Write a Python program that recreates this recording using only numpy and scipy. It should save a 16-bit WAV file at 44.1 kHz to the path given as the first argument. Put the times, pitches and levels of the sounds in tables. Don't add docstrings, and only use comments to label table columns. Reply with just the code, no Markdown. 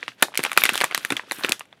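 import sys
import numpy as np
from scipy import signal
from scipy.fft import rfft, irfft
from scipy.io import wavfile
from scipy.ndimage import uniform_filter1d

SR = 44100
rng = np.random.default_rng(int(sys.argv[2]) if len(sys.argv) > 2 else 0)


def master(y):
    cut = np.clip(np.atleast_2d(y).T, -1, 1)
    pcm = np.round(cut * 32767)
    wavfile.write(sys.argv[1], SR, pcm.astype(np.int16))


def field_ratio(decibels):
    return 10 ** (np.asarray(decibels, dtype=float) / 20)


N = 79380

# (time [s], peak level [dB], pitch [Hz])
FACETS_EARLY = [(0.029, -18, 2000), (0.0807, -24.5, 1787), (0.0804, -19, 2832), (0.2257, -11, 1585),
                (0.2269, -4.5, 3716), (0.2265, -4, 2910), (0.2294, -2.5, 1640), (0.3749, -11, 3190),
                (0.375, -9, 2220), (0.3931, -14.5, 991), (0.4374, -17.5, 3890), (0.4383, -10.5, 2213),
                (0.4502, -10.5, 2563), (0.453, -14.5, 1340), (0.4623, -13.5, 1423), (0.517, -14, 2328),
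                (0.5171, -20, 3660), (0.5176, -13.5, 1280), (0.5751, -8.5, 4460), (0.5766, 1, 1440),
                (0.5754, -1.5, 2535), (0.6196, -14.5, 1606), (0.6205, -12.5, 2450), (0.6373, -6, 3602),
                (0.6375, 0.5, 2226), (0.6544, -17.5, 3150), (0.6558, -8, 1990), (0.6914, -4, 2458),
                (0.6938, -14.5, 3070), (0.7552, -14.5, 3570), (0.755, -21, 1320), (0.7784, -21, 1370),
                (0.7776, -16, 3053), (0.7817, -25, 2300)]
FACETS_LATE = [(0.8124, -8, 2230), (0.8126, -14.5, 1140), (0.8184, -9.5, 1639), (0.838, -7.5, 1164),
               (0.8424, -11, 1714), (0.843, -10, 1120), (0.9116, -22, 2120), (0.9125, -19, 1160),
               (0.9467, -12, 4070), (0.9481, -8.5, 3110), (0.9484, -8, 1806), (0.9778, -16, 1177),
               (0.9779, -23.3, 2600), (0.9779, -20.5, 3760), (1.0495, -21, 2440), (1.0498, -11, 1720),
               (1.1054, -13, 3620), (1.1061, -12.5, 1893), (1.1675, -10.7, 3282), (1.1958, -24.5, 1913),
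               (1.196, -19.5, 1024), (1.312, -18.5, 4040), (1.3124, -11.5, 1980), (1.32, -20, 1550),
               (1.3201, -18.5, 3845), (1.4466, -17.5, 1420), (1.4469, -14.5, 1950), (1.4478, -13.5, 2639),
               (1.4932, -24, 3286), (1.4942, -17, 2385), (1.521, -3.5, 2550), (1.5214, -11.5, 4270),
               (1.6086, -25.5, 2840), (1.6093, -24.5, 1230), (1.7279, -34, 3450), (1.728, -34.5, 851)]


def evened(x):
    return x / np.sqrt(np.mean(x ** 2) + 1e-20)


def read(points, hz):
    f, value = np.transpose(points)
    return np.interp(np.log(hz + 1), np.log(f + 1), value)


def colour(x, points):
    gain_db = read(points, np.fft.rfftfreq(len(x), 1 / SR))
    return irfft(rfft(x) * field_ratio(gain_db), len(x))


def band(x, hz, width_hz):
    f = np.fft.rfftfreq(len(x), 1 / SR)
    return evened(irfft(rfft(x) * np.exp(-.5 * ((f - hz) / width_hz) ** 2), len(x)))


def bell(t, rise_s, decay_s):
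    return np.where(t < 0, np.exp(-(t / rise_s) ** 2), np.exp(-np.maximum(t, 0) / decay_s))


def add(mix, s, sound):
    part = mix[..., max(round(s * SR), 0):][..., :sound.shape[-1]]
    part += sound[..., :part.shape[-1]]


def room_hush():
    # (frequency [Hz], level [dB])
    hush = [(60, 25), (150, 16), (700, 10.5), (1500, -2), (4000, -12.5), (15000, -21)]
    return field_ratio(-59) * evened(colour(rng.standard_normal(N), hush))


def crackles(noise):
    rate_per_s, spread_db = 900, 4.2
    size = field_ratio(spread_db * np.minimum(rng.exponential(1, N), 4)) * (rng.random(N) < rate_per_s / SR)
    kind = rng.integers(0, 16, N)
    t, out = np.arange(200) / SR, np.zeros(N)
    for k, (log_hz, cycles) in enumerate(rng.uniform([6.7, 1.5], [8.9, 3.5], (16, 2))):
        hz = np.exp(log_hz)
        ring = np.sin(2 * np.pi * hz * t) * np.exp(-t * hz / cycles)
        out += signal.oaconvolve(size * (kind == k), ring)[:N]
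    return evened(out)


def fingers():
    # (time [s], rustle level [dB], bright slide level [dB])
    rub = [(0, -41, -85), (.11, -50.5, -67), (0.161, -57, -80), (0.211, -41, -60.5), (.3, -51.5, -96),
           (.42, -37.5, -50), (0.548, -40.5, -59.5), (0.601, -28, -39.5), (0.724, -32.5, -48),
           (.74, -28, -34), (.83, -36.5, -51), (0.899, -39.5, -64), (1.02, -39, -58.5), (1.16, -42.5, -55),
           (1.259, -47, -77), (1.342, -41, -43.5), (1.47, -33, -49.5), (1.66, -59, -87)]
    # (frequency [Hz], level [dB])
    rustle_colour = [(47, -15.5), (80, -17), (259, 4), (1140, -6.5), (1460, 5), (3500, 2.5), (5200, -11.5),
                     (11500, -15), (16000, -77.5)]
    slide_hz, slide_width_hz = 11300, 6500
    s, rub_db, slide_db = np.transpose(rub)
    t = np.arange(N) / SR
    rub_db, slide_db = np.interp(t, s, rub_db), np.interp(t, s, slide_db)
    a, b, c, d = rng.standard_normal((4, N))

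    rustle = evened(colour(a, rustle_colour)) * field_ratio(2.5 * evened(uniform_filter1d(c, 300)))
    crackle_db = 1 + 0.28 * (rub_db + 35)
    rubbing = field_ratio(rub_db - 8.0) * (rustle + field_ratio(crackle_db) * crackles(a))

    patch_db = 3 * evened(uniform_filter1d(np.array([c, d, a]), 1500))
    slide = np.zeros(N)
    for ratio, db in zip((.8, 1, 1.2), patch_db):
        slide += band(b, slide_hz * ratio, slide_width_hz / 4) * field_ratio(db)
    slide = evened(slide * field_ratio(5.2 * evened(uniform_filter1d(d, 120))))
    return rubbing + slide * field_ratio(slide_db)


def facets():
    rise_s, decay_s, room_db = .0004, .00095, -4
    out, t = np.zeros(N), (np.arange(512) - 128) / SR
    for s, db, hz in FACETS_EARLY + FACETS_LATE:
        ring = np.sin(2 * np.pi * hz * (t + s)) * bell(t, rise_s, decay_s)
        add(out, s - 128 / SR, field_ratio(db) * ring)
    return out * field_ratio([[0], [room_db]])


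def snap(wave_db, hz, tick_db, length_ms, noise, shared_db):
    # (frequency [Hz], level [dB])
    tick_colour = [(3000, -8.5), (5300, -7.5), (8200, -3.5), (9500, -0.5), (13500, -7.5), (16000, -22.5)]
    glide, glide_share, decay_share, rough = 1.1274, 0.9, 0.6, 0.62
    rise_s, lead_s, lead_db = .00045, 0.005, -39
    size = len(noise[0])
    t, f = (np.arange(size) - 128) / SR, np.fft.rfftfreq(size, 1 / SR)
    length_s = length_ms / 1000

    fall = np.exp(-np.maximum(t + rise_s, 0) / (glide_share * length_s))
    pitch_hz = hz * (1 - 0.4263 * glide + glide * fall)
    clean = np.sin(2 * np.pi * np.cumsum(pitch_hz) / SR + 3 * noise[0, 0])
    wave = (1 - rough) * clean + rough * band(noise[0], hz, 0.69 * hz)
    shape = bell(t, rise_s, decay_share * length_s) + field_ratio(lead_db) * bell(t, lead_s, rise_s)
    wave = field_ratio(wave_db) * evened(wave * shape) * np.sqrt(np.mean(shape ** 2))
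    wave = signal.lfilter(*signal.butter(2, 410, "high", fs=SR), wave)

    hardness = [(11000, 0.003), (13000, 0.52 * (tick_db + 16.5))]
    tick = colour(colour(noise[1], tick_colour), hardness) * bell(t, .0003, .4 * length_s)
    tick = evened(tick) * field_ratio(tick_db - 15.0)

    wave_band = evened(np.exp(-.5 * (np.log2((f + 1) / hz) / 0.87) ** 2))
    tick_band = evened(field_ratio(read(tick_colour, f)) * (f > 2500))
    twin = field_ratio(shared_db / 2) * np.linalg.norm(wave) * wave_band + np.linalg.norm(tick) * tick_band
    return np.array([field_ratio(shared_db) * wave + tick, np.roll(irfft(twin), 128)])


def creases():
    # (time [s], wave peak level [dB], pitch [Hz], tick peak level [dB], length [ms])
    snaps = [(0.0294, -19, 2245, -54, 4.6), (0.0809, -11, 2343, -37.5, 1.18), (0.119, -39, 1680, -65, 1.9),
             (0.2243, -5, 858, -7.5, 3.6), (0.2267, -2, 2130, -5.5, 3.5), (0.2845, -24.5, 770, -54, 0.39),
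             (0.3206, -36, 836, -56, 1.6), (0.341, -23, 1860, -60, 0.28), (0.3469, -26.5, 2200, -35.5, 0.86),
             (0.3554, -18.5, 2615, -33, 0.84), (0.3752, -8.5, 2587, -8.5, 1.8),
             (0.3935, -7.5, 1570, -30.5, 0.58), (0.4046, -23.5, 1580, -34, 2.3),
             (0.432, -27.5, 2120, -28, 6.4), (0.4376, -13, 2290, -14, 4), (0.4506, -8.5, 1682, -20.5, 2.8),
             (0.4626, -9.5, 1600, -38, 1.8), (0.4654, -20.5, 2355, -34.5, 1.8),
             (0.4964, -26.5, 1720, -49, 2.1), (0.5172, -22.5, 1670, -24.5, 1.6),
             (0.531, -23.5, 1890, -23, 2.5),
             (.2288, -14, 1000, -23, 3.6),
             (0.5666, -18.5, 2200, -61, 0.3), (0.5757, 1.5, 1840, -4, 2.5), (0.6046, -29.5, 2260, -47, 1.5),
            (0.6198, -17.5, 1970, -46, 0.69), (0.6376, -6, 2370, -3, 1.5), (0.6544, 0.5, 2143, -13, 0.96),
            (0.6623, -14.5, 2360, -24, 2.8), (0.6932, -1, 1967, -15.5, 1.27),
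            (0.735, -29, 1620, -22.5, 2.6), (0.7458, -16, 2570, -30, 0.67), (0.7562, -6, 1770, -19, 0.37),
            (0.778, -7.5, 2380, -18, 0.21), (0.805, -12, 2270, -23, 0.91), (0.813, -1, 2123, -20, 0.78),
            (0.8188, -5.5, 1760, -20, 0.81), (0.8374, -12, 1130, -31, 3.1), (0.8422, -3, 1700, -11.5, 2.1),
            (0.912, -15, 1620, -36, 1.7), (0.9245, -19.5, 1630, -52, 0.6), (0.948, -3.5, 2155, -12, 0.7),
            (0.9776, -16.5, 1950, -17.5, 1.8),
             (1.0498, -12, 1860, -18.5, 1.5), (1.1044, -8.5, 1576, -21, 4), (1.1221, -16, 1756, -20, 5.6),
             (1.168, -10, 3330, -29, 0.7), (1.1706, -19.5, 1730, -46, 2.1), (1.1958, -16.5, 1480, -62, 2.9),
             (1.2355, -35, 770, -66, 3.1), (1.3121, -12, 2186, -27.5, 1.2),
             (1.3205, -10, 1790, -19.5, 0.72), (1.3867, -32.5, 2120, -37.5, 0.8),
             (1.4099, -25, 1036, -54, 0.49), (1.4362, -19, 2776, -35, 6.4), (1.4473, -7, 1873, -23.5, 3.6),
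             (1.468, -32, 1640, -48, 2.3), (1.4879, -17, 1910, -40, 1.05), (1.4934, -21, 1810, -15.5, 2.6),
             (1.5116, -21.5, 924, -34, 1.46), (1.5195, -16.5, 2590, -36, 1.6),
             (1.5215, -2, 2277, -11.5, 0.4), (1.595, -57, 2870, -27, 3), (1.6082, -19.5, 1820, -47, 1.14),
             (1.655, -49.5, 1620, -53, 3.4), (1.728, -28.5, 1690, -57.5, 0.45)]
    rows, out = snaps, np.zeros((2, N))
    ring_s = np.array(FACETS_EARLY + FACETS_LATE)[:, 0]
    for (s, *row), noise in zip(rows, rng.standard_normal((len(rows), 2, 1024))):
        shared_db = -6.5 * (abs(ring_s - s).min() < .0019)
        add(out, s - 128 / SR, snap(*row, noise, shared_db))
    return out


def puffs():
    # (time [s], peak level [dB], pitch [Hz])
    pumps = [(0.033, -30.5, 457), (0.085, -30.5, 260), (0.229, -14, 300), (0.239, -31, 338),
             (0.393, -12.5, 371), (0.45, -21.5, 477), (0.574, -18.5, 374), (0.656, -19.5, 372),
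             (0.723, -24, 252), (0.814, -22.5, 450), (1.11, -16.5, 336), (1.123, -10, 292),
             (1.278, -37, 400), (1.317, -22, 430), (1.387, -27.5, 270), (1.447, -12, 384),
             (1.497, -18, 335), (1.522, -19, 410)]
    rise_s, rough = .0024, .3
    out, t = np.zeros((2, N)), (np.arange(2048) - 512) / SR
    for (s, db, hz), noise in zip(pumps, rng.standard_normal((len(pumps), 2048))):
        push = np.sin(2 * np.pi * hz * t + 3 * noise[0])
        push = (1 - rough) * push + rough * band(noise, hz, 220)
        push = band(push * bell(t, rise_s, 0.47 * rise_s), hz, 0.84 * hz)
        add(out, s - 512 / SR, field_ratio([[db - 21], [db - 29.5]]) * push)
    return out


def room(x):
    # (frequency [Hz], t60 [s])
    t60 = [(150, 0.18), (1200, 0.084), (4590, 0.15), (12100, 0.15)]
    # (frequency [Hz], level [dB])
    room_colour = [(300, 11), (2000, -1.5), (5500, -2.5), (12000, -6)]
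    tail_db, shiver_db, echo_db = -13, -12, -20
    echo_s, shiver_s = 0.008, .007
    out, turn = np.zeros(N), np.arange(N) / SR * 23
    t = np.arange(SR // 3) / SR
    for k in range(3):
        a, b = rng.standard_normal((2, len(t)))
        hz, ts, z = signal.stft(a, SR, nperseg=128)
        decay = field_ratio(-60 * ts / read(t60, hz)[:, None])
        tail = signal.istft(z * decay, SR, nperseg=128)[1][:len(t)]
        tail *= np.clip(t / echo_s, 0, 1)
        shiver = b * abs(uniform_filter1d(a, 20)) * np.exp(-t / shiver_s) * np.clip(t / .002, 0, 1)
        echo = b * np.exp(-((t - echo_s) / .0016) ** 2)
        parts = [(tail_db, tail), (shiver_db, shiver), (echo_db, echo)]
        response = sum(field_ratio(db) * v / np.linalg.norm(v) for db, v in parts)
        feed = x * np.sqrt(2 / 3) * np.cos(np.pi * (turn + k / 3))
        out += signal.fftconvolve(feed, response)[:N]
    return colour(out, room_colour)


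def scene():
    foil, feed = facets() + creases() + puffs()
    return (foil + room(feed) + fingers() + room_hush())[None]


def top_cut(x):
    return signal.sosfilt(signal.butter(12, 16570, fs=SR, output="sos"), x)


def record(dry):
    bass_cut = signal.butter(4, 115, "high", fs=SR, output="sos")
    thin = signal.sosfilt(bass_cut, np.clip(dry, -1.1, 1.1))
    thin = signal.oaconvolve(thin, signal.firwin(255, 15950, fs=SR)[None], "same")
    mix = np.clip(thin, -1, 1)
    return top_cut(mix)


dry = scene()
out = record(dry)
master(out)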